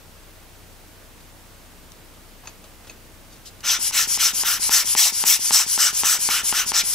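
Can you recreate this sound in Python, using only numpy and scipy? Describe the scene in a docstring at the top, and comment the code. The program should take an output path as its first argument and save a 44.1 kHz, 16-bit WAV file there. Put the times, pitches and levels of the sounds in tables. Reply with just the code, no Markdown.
"""A rubber bulb blower, close to a stereo camera microphone, is squeezed about four times a second over a lens.
Each squeeze blows a noisy jet into the lens well; on release, air is sucked back in as a higher hiss.
From the second squeeze on, the inlet valve snaps shut: a pulse through the bulb's resonances.
Before that come ticks of the lifted nozzle and rustles of the hand: short scrapes, knocks and noise.
Behind it lie a small room's decaying noise tail, steady electrical hum and microphone hiss."""
import sys
import numpy as np
from scipy import signal
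from scipy.fft import rfft, irfft, next_fast_len
from scipy.io import wavfile
from scipy.ndimage import uniform_filter1d

SR = 44100
rng = np.random.default_rng(int(sys.argv[2]) if len(sys.argv) > 2 else 0)


def unload_audio(sound):
    """Save the sound as a 16-bit wav file, at the path given as the first command line argument."""
    columns = np.transpose(np.atleast_2d(sound))
    # keep every value between -1 and 1, then stretch to whole-number steps
    steps = np.round(np.clip(columns, -1, 1) * 32767)
    wavfile.write(sys.argv[1], SR, steps.astype(np.int16))


def gain_from_db(level_db):
    """Convert decibel levels to linear amplitude factors (20 dB per decade)."""
    decades = np.asarray(level_db, float) / 20
    return 10 ** decades


N = 306362  # length in samples

# Electrical hum near harmonics of the frame rate, then of the mains.
# Each row: frequency in Hz, left and right rms level in dB before the floor gain.
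FRAME_HUM_LINES = [(29.97, -55.5, -65), (59.5, -67, -65.5), (91, -64.5, -64), (179, -75.5, -71.5)]
MAINS_HUM_LINES = [(250, -73, -72.5), (305, -75.5, -70.5), (349, -75, -75), (451, -76.5, -75.5),
                   (560, -80, -78.5), (636, -78, -74.5)]
# Colour of the microphone hiss. Each row: frequency in Hz, relative density in dB.
HISS_COLOUR = [(15, -27), (30, -14), (50, -18), (80, -8), (200, -10.5), (450, -13.5), (1000, -16.5),
               (3000, -21), (8000, -24.5), (15900, -26.5)]
# How the two microphone ports hear the hiss, the blower's nozzle and its inlet at the rear.
# Each row: frequency in Hz, likeness of the sides from 0 to 1, lead of the left in radians, left over right in dB.
HISS_EARS_ROWS = [(60, 0.66, 0.19, 15), (200, 0.64, -0.26, -1), (700, 0.52, -.2, -4),
                  (2000, 0.48, 0.24, -2.5), (5000, 0.44, 0.3, 0), (12000, 0.44, 0.24, 2.5)]
NOZZLE_EARS_ROWS = [(700, 1, 0, 0), (2000, 0.97, 0.064, 0.7), (3520, 1, 0.52, 1), (4740, 0.8, 0.6, 3.5),
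                    (6170, 0.95, 0.6, 3), (7600, 0.8, 0.93, 2.7), (8900, 0.7, 1.74, 0.5),
                    (11100, 0.55, 1.3, 4.5), (13000, .8, 1.7, 3), (15000, 0.7, 1, 1)]
INLET_EARS_ROWS = [(700, 1, 0.36, .5), (3550, 0.99, 0.35, 1.4), (4850, 0.5, 0.83, 6), (6300, 1, 1.52, 2.5),
                   (7600, 0.52, 1.9, 4.6), (9100, 0.58, 4, 1.5), (10400, 0.65, 2.14, 3.3),
                   (11800, .2, 1.5, 4), (13000, .5, 2, 1.8), (15000, 0.59, 3, 1.8)]
# Hum and hiss sink under the loudest puffs: gain in dB, onset in dB, dB lost per dB above it, memory in seconds.
FLOOR_DB, SINK_FROM_DB, SINK_SLOPE, SINK_MEMORY_S = 6, -21, 2.3, 0.2

# Decay of the room. Each row: frequency in Hz, time to fall 60 dB in seconds.
ROOM_DECAY = [(300, 0.21), (3000, 0.21), (12000, 0.12)]

# Ticks of the plastic nozzle as the blower is lifted.
# Each row: start in seconds, level in dB, dull knock and ring in dB relative to that level.
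NOZZLE_TICKS = [(1.202, -46, -6, -12), (2.435, -56, 16, -12), (2.4555, -43, 1, -10),
                (2.4724, -32.5, -14, -2), (2.4914, -46, 1, -2), (2.64, -43, -1, -8), (2.846, -46, 0, -12),
                (2.8706, -38, -4, -13), (2.8964, -37.5, -3, 3.5)]
# Modes of the nozzle. Each row: frequency in Hz, level in dB, time to fall 60 dB in seconds.
NOZZLE_MODES = [(2590, 0.5, 0.039), (2540, -7, 0.068), (3450, -6, 0.02), (4400, -9, 0.06),
                (6420, 2.5, 0.039), (6500, -9, 0.084), (8700, -11, .04)]
# Rustles and clicks of the hand on the rubber.
# Each row: start and end in seconds, top level in dB, rise in seconds, sag by the end in dB.
GRIP_STROKES = [(1.9191, 1.93, -39, .0004, 40), (3.29, 3.385, -54, 0.046, 5),
                (3.446, 3.505, -43.5, 0.015, 7), (3.6058, 3.625, -37.5, 0.00067, 35)]
# Colour of the hand on the rubber. Each row: frequency in Hz, relative density in dB.
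RUSTLE_COLOUR = [(1500, -30), (3000, -6), (4000, 0), (6500, -2), (9000, -6), (15000, -16)]

# Inlet valve snapping shut. Each row: time in seconds, drive in dB before the pulse gains and resonances.
VALVE_SNAPS = [(3.911, -19), (4.1752, -14.5), (4.4358, -10.5), (4.694, -7), (4.9515, -5.5), (5.2392, -5.5),
               (5.5084, -5.5), (5.7779, -10), (6.035, -5), (6.2892, -5.5), (6.5264, -5.5), (6.719, -8)]
# Resonances of bulb and valve seat. Each row: frequency in Hz, width in Hz, left and right gain in dB.
BULB_MODES = [(247, 250, 17.5, 9.5), (890, 390, 13.5, 11.5), (2350, 1700, 8.5, -3), (6030, 5400, -2, -25)]
# Bounces of the snap off desk and lens. Each row: delay in seconds, gain in dB before the treble loss.
DESK_BOUNCES = [(.00102, -13.5), (.0022, -15), (.0047, -11.5)]
OPEN_DB = -12.5  # drive of the valve dropping open, before its softening and the resonances

# Refill after each squeeze, until the next snap.
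# Each row: top level of the inlet whistle in dB, rise in seconds, sag by the end in dB.
REFILL_STROKES = [(-27, 0.097, 15), (-25.5, 0.074, 8), (-26, 0.083, 6.5), (-27, 0.073, 1),
                  (-27.5, 0.056, 0), (-28, 0.092, 0), (-27.5, 0.082, 0), (-26.5, 0.084, 2), (-26, 0.085, 9),
                  (-27.5, 0.053, 0), (-25.5, 0.069, 6), (-27.5, 0.042, 7), (-28, 0.06, -0.5)]
# Colours of the inlet whistle and of the body of the refill. Each row: frequency in Hz, relative density in dB.
WHISTLE_COLOUR = [(4710, -31), (8000, -6.5), (8570, -11), (9130, 2.5), (9690, -0.5), (10500, 1.5),
                  (11400, -7.5), (12400, -7), (13200, -15), (14600, -11), (15100, -5), (15900, -55)]
BODY_COLOUR = [(290, -54), (500, -27), (654, -30), (1030, -13.5), (1150, -21.5), (1480, -15.5),
               (1710, -18.5), (2340, -11.5), (2570, -13.5), (2930, -9.5), (3790, -11.5), (4800, -5.5),
               (5300, 0), (5900, -0.5), (7290, -3), (8200, -4.5), (10700, -29), (18000, -120)]
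BODY_DB, BODY_FOLLOWS = 0.82, 0.65  # body relative to whistle at full flow; exponent on the flow
INLET_FALL_S, INLET_EDGE = 0.019, 1.04  # fall in seconds; steepness of the edges
INLET_EARLY_S, INLET_LATE_S = 0.0093, 0.0045  # overlap with the squeeze before and the snap after

# The squeezes. Each row: start and end in seconds, top level of the jet in dB, rise in seconds, sag by the end in dB.
SQUEEZE_STROKES = [(3.629, 3.791, -21, 0.074, -0.5), (3.915, 4.075, -19.5, 0.07, 3),
                   (4.174, 4.335, -19, 0.071, 6.5), (4.435, 4.597, -23, 0.046, 2.5),
                   (4.693, 4.8468, -17, 0.051, 3), (4.954, 5.124, -17, 0.039, 2),
                   (5.24, 5.3935, -17.5, 0.057, 4), (5.506, 5.6647, -16.5, 0.048, 8.5),
                   (5.774, 5.93, -18, 0.045, 5.5), (6.031, 6.19, -20.5, 0.034, 0.5),
                   (6.285, 6.435, -23, 0.028, 2.5), (6.516, 6.664, -23, 0.062, 6),
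                   (6.72, 6.837, -16, 0.093, 9)]
# How each squeeze is aimed, before the flow corrections.
# Each row: lens well tone, splash on the glass, nozzle overtone and shear hiss, all in dB relative to the jet.
SQUEEZE_AIM = [(-9.5, -4.5, -9, -9.5), (-12.5, -5.5, -5.5, -6), (-10.5, -3.5, -5, -5), (-6, -4.5, -7, -1.5),
               (-13.5, -6.5, -5.5, -4.5), (-30, -6.5, -5, -5.5), (-20, -6, -3, -2), (-15.5, -7.5, -2.5, -5),
               (-9.5, -8, -3.5, -5.5), (-8.5, -7, -2, -5), (-4.5, -4, -6, -5.5), (-6, -3.5, -5.5, -4.5),
               (-14.5, -1.5, -6, -9.5)]
# Colours of the jet, lens well tone, low rush, splash, overtone and shear hiss.
# Each row: frequency in Hz, relative density in dB.
JET_COLOUR = [(2500, -38), (4000, -9), (4400, -8), (4850, -7), (5250, 0), (5650, -1.5), (6030, 1.5),
              (6400, -3), (6900, -10.5), (9000, -29)]
WELL_COLOUR = [(800, -24.5), (1100, -11), (1250, -6), (1400, 3.5), (1560, -5), (1900, -6.5), (2400, -26.5),
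               (2750, -6.5), (2980, -1), (3250, -12.5), (4200, -30)]
BOOM_COLOUR = [(250, -34), (500, -12.5), (800, -3.5), (1050, -0.5), (1500, -3.5), (2200, -18), (3500, -45)]
SPLASH_COLOUR = [(900, -44), (1500, -25), (1760, -4), (1960, -5.5), (2250, -1.5), (2600, -2), (3000, -3),
                 (3500, -1), (4000, -5), (5200, -24)]
OVERTONE_COLOUR = [(5500, -49), (6800, -7.5), (7250, 0.5), (7500, -3), (7900, 1), (8300, -4.5), (8700, -5),
                   (10500, -25)]
SHEAR_COLOUR = [(5120, -33), (8700, -5), (9640, -3), (10600, 0), (12800, -3), (14100, -2.5), (14900, -7),
                (15900, -11)]
JET_FALL_S, JET_EDGE = 0.073, 1.41  # the hand runs out of travel; steepness of the edges
WELL_FOLLOWS = 0.53  # exponent on the stroke: the well tone grows more slowly than the jet
BOOM_DB = -20  # low rush relative to the jet at the top of a stroke

TOP_HZ = 15680  # upper band limit of the camera


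def unit(x):
    """Scale to rms 1."""
    return x / np.sqrt(np.mean(x ** 2) + 1e-20)


def along(points, hz):
    """Read a curve of (Hz, value) points on a log frequency axis."""
    f, v = np.transpose(points)
    return np.interp(np.log(hz + 1), np.log(f + 1), v)


def wobble(rate):
    """A random curve with rate knots a second, joined by straight lines."""
    knots = rng.standard_normal(N // 40)
    return np.interp(np.arange(N) * rate / SR, np.arange(len(knots)), knots)


def filtered(x, response):
    """Shape x by a complex response of frequency."""
    m = next_fast_len(N + 8192)
    hz = np.fft.rfftfreq(m, 1 / SR)
    return irfft(rfft(x, m) * response(hz), m)[..., :N]


def ports(ears, hz):
    """Level and phase of a source at the left and right microphone ports."""
    f, _, lead, pan_db = np.transpose(ears)
    half = np.array([[.5], [-.5]])
    level = gain_from_db(half * along(np.c_[f, pan_db], hz))
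    phase = half * along(np.c_[f, lead], hz)
    return level * np.exp(1j * phase)


def rush(colour, ears, patchy_db, rough_db):
    """Turbulent stereo noise, mid rms 1: patchy in time and frequency, with gusty eddies in its level."""
    z = signal.stft(rng.standard_normal((2, N)), nperseg=256)[2]
    patches = uniform_filter1d(rng.standard_normal(z.shape[1:]), size=3, axis=0)
    patches = uniform_filter1d(patches, size=10, axis=1)
    pair = signal.istft(z * gain_from_db(patchy_db * unit(patches)), nperseg=256)[1][:, :N]
    pair = pair * gain_from_db(rough_db * (wobble(700) + wobble(90)))

    def shared_and_opposed(hz):
        likeness = np.clip(along(np.array(ears)[:, :2], hz), -1, 1)
        turn = np.arccos(likeness) / 2
        return gain_from_db(along(colour, hz)) * [np.cos(turn), np.sin(turn)]

    shared, opposed = filtered(pair, shared_and_opposed)
    sides = np.array([shared + opposed, shared - opposed])
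    sides = filtered(sides, lambda hz: ports(ears, hz))
    return sides / np.std(sides.mean(axis=0))


def strokes(rows, fall_s, edge):
    """Rise, sagging hold and fall of each stroke: the gain, its share of the top, and the stroke's number."""
    t = np.arange(N) / SR
    starts = np.transpose(rows)[0]
    which = np.clip(np.searchsorted(starts, t) - 1, 0, None)
    start, end, top_db, rise, sag_db = np.array(rows)[which].T

    def ramp(u):
        return np.sin(np.pi / 2 * np.clip(u, 0, 1)) ** edge

    held = np.clip((t - start - rise) / (end - start - rise), 0, 1)
    share = ramp((t - start) / rise) * ramp((end - t) / fall_s) * gain_from_db(-sag_db * held)
    return gain_from_db(top_db) * share, share, which


def hum(lines, crest_s, lead):
    """Nearly steady tones that crest together at crest_s; the right side is lead radians ahead."""
    t = np.arange(N) / SR - crest_s
    out = np.zeros((2, N))
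    for hz, left_db, right_db in lines:
        drift_db = .8 * wobble(5)
        peak = gain_from_db(np.array([[left_db], [right_db]]) + drift_db) * np.sqrt(2)
        out += peak * np.cos(2 * np.pi * hz * t + np.array([[0], [lead]]))
    return out


def floor(near):
    """Hum over microphone hiss; both sink while the smoothed power of the near sounds is high."""
    hiss = gain_from_db(-55.0) * rush(HISS_COLOUR, HISS_EARS_ROWS, patchy_db=.5, rough_db=0.2)
    tones = hum(FRAME_HUM_LINES, .0283, .65) + hum(MAINS_HUM_LINES, .004, .3)
    keep = np.exp(-1 / (SINK_MEMORY_S * SR))
    power = signal.lfilter([1 - keep], [1, -keep], near.mean(axis=0) ** 2)
    loud_db = 10 * np.log10(power + 1e-12)
    sink_db = SINK_SLOPE * np.clip(loud_db - SINK_FROM_DB, 0, None)
    return gain_from_db(FLOOR_DB - sink_db) * (tones + hiss)


def room(x):
    """The room's answer is a noise tail in which each frequency dies at its own speed."""
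    hz, t, z = signal.stft(rng.standard_normal((2, SR // 3)), SR, nperseg=256)
    decay = gain_from_db(-60 * t / along(ROOM_DECAY, hz)[:, None])
    tail = signal.istft(z * decay, SR, nperseg=256)[1]
    tail = tail / np.linalg.norm(tail[0])
    delayed = np.pad(x, (300, 0))[None]  # samples before the tail begins
    return signal.fftconvolve(delayed, tail, axes=1)[:, :N]


def ticks():
    """Each tick is a short scrape and a dull knock, and rings the decaying modes of the plastic nozzle."""
    out = np.zeros(N)
    t = np.arange(SR // 8) / SR
    onset = 1 - np.exp(-t / 0.00062)
    for s, db, knock_db, ring_db in NOZZLE_TICKS:
        ring = np.zeros(len(t))
        for hz, mode_db, t60 in NOZZLE_MODES:
            spread_db = 2 * rng.standard_normal()  # each tick strikes the modes a little differently
            ring += gain_from_db(mode_db + spread_db - 60 * t / t60) * np.sin(2 * np.pi * hz * t)
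        scrape_noise, phase_noise = rng.standard_normal((2, len(t)))
        scrape = 1.12 * gain_from_db(-60 * t / 0.089) * uniform_filter1d(scrape_noise, size=3)
        unsteady = 0.266 * np.cumsum(phase_noise)  # a wandering phase blurs the knock's pitch
        knock = gain_from_db(knock_db - 60 * t / 0.072) * np.sin(2 * np.pi * 800 * t + unsteady)
        tick = (gain_from_db(ring_db) * ring + scrape + knock) * onset
        out[round(s * SR):][:len(t)] += gain_from_db(db) * tick
    return filtered(out, lambda hz: ports(INLET_EARS_ROWS, hz))


def grip():
    """Fingers slide onto the rubber: friction noise in short strokes."""
    rustle = rush(RUSTLE_COLOUR, INLET_EARS_ROWS, patchy_db=1.5, rough_db=1.5)
    gain, _, _ = strokes(GRIP_STROKES, fall_s=0.015, edge=1.5)
    return gain * rustle


def valve():
    """A closing valve pushes a little air, then stops with a sharp suction pulse; an opening one is soft."""
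    sharp, soft = np.zeros(N), np.zeros(N)
    for s, db in VALVE_SNAPS:
        sharp[round(s * SR) - 1] = -gain_from_db(db + 5.5)
        soft[round((s - .0006) * SR)] = gain_from_db(db + 0.5)
    for stroke in SQUEEZE_STROKES:
        soft[round(stroke[1] * SR) - 12] = gain_from_db(OPEN_DB)
    blows = sharp + filtered(soft, lambda f: 1 / (1 + 1j * f / 900) ** 2)

    def bulb_and_desk(f):
        bulb = 0
        for centre, width, left_db, right_db in BULB_MODES:
            mode = 1j * f * width / (centre ** 2 - f ** 2 + 1j * f * width)
            bulb = bulb + gain_from_db([[left_db], [right_db]]) * mode
        bounces = sum(gain_from_db(db) * np.exp(-2j * np.pi * f * s) for s, db in DESK_BOUNCES)
        echo = 1 + bounces / (1 + 1j * f / 4000)
        late = np.exp(-2j * np.pi * f * 3e-5 * np.array([[0], [1]]))  # the right port hears it later
        return bulb * echo * late / (1 + 1j * f / 8000)

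    return filtered(blows, bulb_and_desk)


def refill():
    """Air drawn through the rear valve: a smoother, higher hiss, nearer the left side."""
    shuts = [s for s, db in VALVE_SNAPS] + [N / SR + INLET_FALL_S]
    rows = []
    for stroke, shut, row in zip(SQUEEZE_STROKES, shuts, REFILL_STROKES):
        rows.append((stroke[1] - INLET_EARLY_S, shut + INLET_LATE_S, *row))
    flow, share, _ = strokes(rows, INLET_FALL_S, INLET_EDGE)
    whistle = rush(WHISTLE_COLOUR, INLET_EARS_ROWS, patchy_db=1.8, rough_db=-0.9)
    body = gain_from_db(BODY_DB) * rush(BODY_COLOUR, INLET_EARS_ROWS, patchy_db=1.8, rough_db=0.9)
    body = np.clip(share, .03, None) ** (BODY_FOLLOWS - 1) * body
    return flow * (whistle + body)


def squeeze():
    """The jet sings in the nozzle, booms in the lens well, splashes on the glass and tears into fine hiss."""
    jet, share, which = strokes(SQUEEZE_STROKES, JET_FALL_S, JET_EDGE)
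    well_db, splash_db, overtone_db, shear_db = np.array(SQUEEZE_AIM)[which].T
    force = np.clip(jet / gain_from_db(-24.5), .03, None)  # weak flow sounds duller in the nozzle
    core = rush(JET_COLOUR, NOZZLE_EARS_ROWS, patchy_db=2.0, rough_db=-0.7)
    tone = gain_from_db(well_db) * rush(WELL_COLOUR, NOZZLE_EARS_ROWS, patchy_db=2.0, rough_db=-0.5)
    boom = gain_from_db(BOOM_DB) * rush(BOOM_COLOUR, NOZZLE_EARS_ROWS, patchy_db=-1.0, rough_db=2.5)
    well = np.clip(share, .03, None) ** (WELL_FOLLOWS - 1) * (tone + boom)
    splash = rush(SPLASH_COLOUR, NOZZLE_EARS_ROWS, patchy_db=3.0, rough_db=0.94)
    splash = gain_from_db(splash_db) * force ** -.3 * splash
    overtone = rush(OVERTONE_COLOUR, NOZZLE_EARS_ROWS, patchy_db=-1.5, rough_db=0.9)
    overtone = gain_from_db(overtone_db) * force ** 0.042 * overtone
    shear = rush(SHEAR_COLOUR, NOZZLE_EARS_ROWS, patchy_db=3.0, rough_db=-0.1)
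    shear = gain_from_db(shear_db) * force ** 0.029 * shear
    return jet * (core + well + splash + overtone + shear)


def scene():
    """Blower, hand and ticks close to the microphone in a small room, over the floor."""
    near = squeeze() + refill() + valve() + grip() + ticks()
    return near + gain_from_db(-12) * room(near.mean(axis=0)) + floor(near)


def low_pass(x):
    """Removes everything above the highest recorded frequency."""
    return signal.sosfilt(signal.butter(12, 16010, fs=SR, output="sos"), x)


def record(dry):
    """The camera rounds off the highest peaks and limits the band."""
    rounded = dry / (1 + np.abs(dry / .92) ** 5) ** (1 / 5)
    mix = filtered(rounded, lambda hz: hz < TOP_HZ)
    return low_pass(mix)


dry = scene()
out = record(dry)
unload_audio(out)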